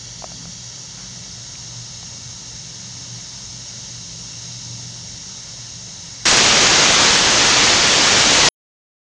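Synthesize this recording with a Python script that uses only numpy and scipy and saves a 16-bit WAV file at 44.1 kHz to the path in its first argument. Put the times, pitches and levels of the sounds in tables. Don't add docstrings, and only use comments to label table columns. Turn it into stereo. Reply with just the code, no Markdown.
import sys
import numpy as np
from scipy import signal
from scipy.fft import rfft, irfft, next_fast_len
from scipy.io import wavfile
from scipy.ndimage import uniform_filter1d, map_coordinates

SR = 44100
rng = np.random.default_rng(int(sys.argv[2]) if len(sys.argv) > 2 else 0)


def materialize(psi):
    bounded = np.clip(np.atleast_2d(psi).T, -1, 1)
    quanta = np.round(bounded * 32767).astype(np.int16)
    wavfile.write(sys.argv[1], SR, quanta)


N = 405719
TIME = np.arange(N) / SR
JET_ON_S, CUT_S = 6.2545, 8.4877


def amp(db):
    return 10 ** (np.asarray(db) / 20)


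def unit(x):
    return x / np.sqrt(np.mean(x ** 2) + 1e-20)


def since(start_s):
    return np.maximum(TIME - start_s, 0)


def curves(rows):
    time_s, *columns = np.transpose(rows)
    return [np.interp(TIME, time_s, column) for column in columns]


def wobble(rate):
    knots = rng.standard_normal(int(N * rate / SR) + 4)
    return map_coordinates(knots, [TIME * rate])


def filtered(x, response):
    size = next_fast_len(N + SR // 2)
    return irfft(rfft(x, size) * response(np.fft.rfftfreq(size, 1 / SR)), size)[:N]


def colour(points, bumps=()):
    point_hz, point_db = np.transpose(points)

    def response(hz):
        base_db = np.interp(np.log(hz + 1), np.log(point_hz), point_db, -120, -120)
        lift_db = sum(lift / (1 + (2 * (hz - centre) / width) ** 2) for centre, width, lift in bumps)
        return amp(base_db + lift_db)
    return response


def resonances(modes):
    def response(hz):
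        power = sum(amp(db) ** 2 / (1 + (1.3 * (hz - centre) / width) ** 2) ** 2
                    for centre, width, db in modes)
        return np.sqrt(power)
    return response


def turbulence(response, patchy_db):
    spectrum = signal.stft(rng.standard_normal(N), nperseg=512)[2]
    patches = uniform_filter1d(rng.standard_normal(spectrum.shape), size=8, axis=0)
    patches = uniform_filter1d(patches, size=14, axis=1)
    noise = signal.istft(spectrum * amp(patchy_db * unit(patches)), nperseg=512)[1][:N]
    return unit(filtered(noise, response))


# start_s, depth_db (before fall and recovery shape it)
JET_DIPS = [(7.165, 1.45), (7.765, 1.3)]
# (relative, per Hz)
ROAR_COLOUR = [(15, -6), (50, -6), (130, -2), (300, -0.5), (1000, -0.8), (2500, 0), (5000, 0),
               (6500, -0.26), (6950, -3.5), (7350, -8.5), (7900, -22.5), (8600, -39)]
# pitch_hz, width_hz, level_db (relative)
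JET_RING_MODES = [(5740, 250, -1.5), (6620, 90, -1), (6640, 250, -4.5), (7500, 350, -14)]
# (relative, per Hz)
FIZZ_COLOUR = [(5000, -32), (7000, 0), (7600, 3.5), (8100, -1.5), (8750, -3), (9100, -7.5), (9500, -10.5),
               (9900, -22), (10200, -40.5)]


def jet_flow_db(fall_s=.015, recovery_s=.3, last_rise_db=.9, last_rise_s=.2):
    flow_db = .17 * wobble(33)
    for start_s, depth_db in JET_DIPS:
        elapsed = since(start_s)
        flow_db -= depth_db * (1 - np.exp(-elapsed / fall_s)) * np.exp(-elapsed / recovery_s)
    return flow_db + last_rise_db * np.exp(np.minimum(TIME - CUT_S, 0) / last_rise_s)


def jet(roar_db=-12.5, ring_db=-9, ring_life_s=.6, fizz_db=-31.0, onset_lift_db=4, onset_life_s=.2,
        fizz_follows=1.3):
    flow_db = jet_flow_db()
    roar = turbulence(colour(ROAR_COLOUR), patchy_db=.5)
    ring_fade = np.exp(-since(JET_ON_S) / ring_life_s)
    ring = amp(ring_db) * ring_fade * turbulence(resonances(JET_RING_MODES), patchy_db=3.2)
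    grainy_noise = rng.standard_normal(N) * amp(3.6 * wobble(1200))
    onset_db = onset_lift_db * np.exp(-since(JET_ON_S) / onset_life_s)
    fizz_level_db = fizz_db + onset_db + fizz_follows * flow_db + .9 * wobble(25)
    fizz = amp(fizz_level_db) * unit(filtered(grainy_noise, colour(FIZZ_COLOUR)))
    return amp(roar_db + flow_db) * (roar + ring) + fizz


# time_s, level_db (before trim and flutter)
HISS_LEVEL = [(0, -35.6), (2.2, -35), (3.4, -34.5), (4.5, -34), (5.9, -35)]
# (relative, per Hz)
HISS_COLOUR = [(1470, -51), (2500, -21.5), (2690, -11), (3470, -10.5), (3770, -7), (4610, -6.5),
               (5480, -0.5), (5980, -2), (6440, 0.5), (6820, -4.5), (8020, -22), (9430, -21.5),
               (9930, -40.5), (12900, -62.5), (21800, -120)]
# pitch_hz, width_hz, lift_db
MOVING_RESONANCES = [(2480, 130, -12), (3300, 140, 6), (3650, 200, -1.5), (4410, 110, 5.5),
                     (4780, 130, 5.5), (5100, 160, -9.5), (5650, 150, 5.5), (6870, 200, 2), (7220, 250, 4),
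                     (7700, 230, -7), (8250, 200, -7)]
# pitch_hz, width_hz, lift_db
RESTING_RESONANCES = [(2480, 130, -4.5), (2800, 80, 0.5), (3850, 80, 6), (4380, 71, -4), (4380, 60, 7.5),
                      (5320, 80, 2.5), (5660, 150, 4), (5940, 150, -3), (6270, 90, 2), (6670, 240, 2.5),
                      (6980, 120, -3), (7300, 120, 3), (8020, 220, -3), (8700, 200, 2.5), (9050, 160, -5.5)]
# (relative, per Hz)
RUSH_COLOUR = [(180, -25.5), (290, -0.5), (450, -2), (760, -4), (1350, -2.5), (1600, -5), (2300, -4),
               (2600, -6), (3400, -37.5)]
# pitch_hz, width_hz, lift_db
RUSH_RESONANCES = [(567, 43, 3.5), (915, 130, 2.5), (1128, 90, -6), (1785, 70, 4), (1940, 70, 4),
                   (2210, 90, 5), (2480, 130, -10.5)]


def mist(rest_s=1.9, moving_s=1.6, hiss_trim_db=.3, rush_db=-48.5, flutter_depth_db=0.18):
    hiss_db, = curves(HISS_LEVEL)
    flutter_db = flutter_depth_db * wobble(25)
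    moving = turbulence(colour(HISS_COLOUR, MOVING_RESONANCES), patchy_db=0.4)
    resting = turbulence(colour(HISS_COLOUR, RESTING_RESONANCES), patchy_db=0.22)
    turn = np.pi / 2 * np.clip(1 + (TIME - rest_s) / moving_s, 0, 1)
    hiss = np.cos(turn) * moving + np.sin(turn) * resting
    rush = turbulence(colour(RUSH_COLOUR, RUSH_RESONANCES), patchy_db=0.86)
    return amp(flutter_db) * (amp(hiss_db + hiss_trim_db) * hiss + amp(rush_db) * rush)


# middle_s, length_s, hum_lift_db, drone_lift_db, whine_lift_db
LEVEL_SWELLS = [(.38, .25, 1, 5, 2), (1.762, 0.23, 6, -1.5, 0), (3.35, 0.82, 5, 1, 4.5),
                (4.75, .55, 8, .5, 5)]
# pitch_hz, width_hz, level_db (relative)
RUMBLE_MODES = [(46.7, 4, -5), (54, 3, -1), (70, 14, -9.5), (93, 7.4, -2.5), (114.3, 6.5, -1.5),
                (137.2, 7.7, -2)]
# pitch_hz, width_hz, level_db (relative)
DRONE_MODES = [(166.5, 8.1, 2), (186.2, 5.3, -1), (209, 5.9, -6.5), (230, 39, -14), (275, 3.9, -8)]
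# pitch_hz, width_hz, level_db (relative)
WHINE_MODES = [(567, 18, -6), (699, 9, -2), (878, 11, -0.5), (950, 22, -2)]


def motor(hum_hz=119.9, hum_db=-46.5, waver_db=3, rumble_db=-46, drone_db=-46.2, whine_db=-61.0):
    hum_lift_db, drone_lift_db, whine_lift_db = sum(
        np.outer(lifts, np.exp(-(2 * (TIME - middle_s) / length_s) ** 2))
        for middle_s, length_s, *lifts in LEVEL_SWELLS)
    phase = 2 * np.pi * hum_hz * TIME + .4 * wobble(13)
    hum_level_db = hum_db + hum_lift_db + waver_db * wobble(14)
    hum = amp(hum_level_db) * np.sqrt(2) * np.sin(phase)
    rumble = amp(rumble_db) * turbulence(resonances(RUMBLE_MODES), patchy_db=0.6)
    drone = amp(drone_db + drone_lift_db) * turbulence(resonances(DRONE_MODES), patchy_db=0.95)
    whine = amp(whine_db + whine_lift_db) * turbulence(resonances(WHINE_MODES), patchy_db=1.2)
    return hum + rumble + drone + whine


# start_s, level_db (scales ring and crack), crack_db (against the ring)
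RACK_KNOCKS = [(.222, -31.5, 1), (.2415, -21.5, -3), (.3175, -33, -5), (.455, -39, 3), (2.029, -37.5, -3.5)]
# pitch_hz, level_db (before a random change at each knock), t60_s
RACK_MODES = [(416, -17, .03), (663, -2, 0.03), (728, -2, 0.032), (1350, -9, .018)]
# (relative, per Hz)
CRACK_COLOUR = [(150, -5.5), (600, 1), (1500, 3), (2500, -5.5), (4500, -19), (9000, -36)]


def knocks(attack_s=.0004, crack_t60_s=0.012):
    out = np.zeros(N)
    t = np.arange(SR // 8) / SR
    contact = unit(filtered(rng.standard_normal(N), colour(CRACK_COLOUR)))
    for start_s, level_db, crack_db in RACK_KNOCKS:
        start = round(start_s * SR)
        ring = np.zeros(len(t))
        for pitch_hz, mode_db, t60_s in RACK_MODES:
            decay_db = mode_db + rng.normal(0, 1.2) - 60 * t / t60_s
            ring += amp(decay_db) * np.sin(2 * np.pi * pitch_hz * t)
        ring *= 1 - np.exp(-t / attack_s)
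        crack = amp(crack_db - 60 * t / crack_t60_s) * contact[start:][:len(t)]
        out[start:][:len(t)] += amp(level_db) * (ring + crack)
    return out


# start_s, level_db (at onset), pitch_hz, width_hz, t60_s
FAINT_CONTACTS = [(.972, -44.5, 1200, 1500, .7), (1.554, -36.5, 2650, 900, .02)]


def scuffs():
    out = np.zeros(N)
    for start_s, level_db, pitch_hz, width_hz, t60_s in FAINT_CONTACTS:
        band = unit(filtered(rng.standard_normal(N), resonances([(pitch_hz, width_hz, 0)])))
        out += (TIME >= start_s) * amp(level_db - 60 * since(start_s) / t60_s) * band
    return out


def scene(opening_s=.0009):
    opened = .5 + .5 * np.tanh((TIME - JET_ON_S) / opening_s)
    water = opened * jet() + (1 - opened) * mist()
    mono = water + motor() + knocks() + scuffs()
    return np.array([mono, mono])


def record(dry, ceiling=.93, top_hz=10150):
    rounded = dry / (1 + np.abs(dry / ceiling) ** 10) ** (1 / 10)
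    return np.array([filtered(channel * (TIME < CUT_S), lambda hz: hz < top_hz) for channel in rounded])


dry = scene()
out = record(dry)
materialize(out)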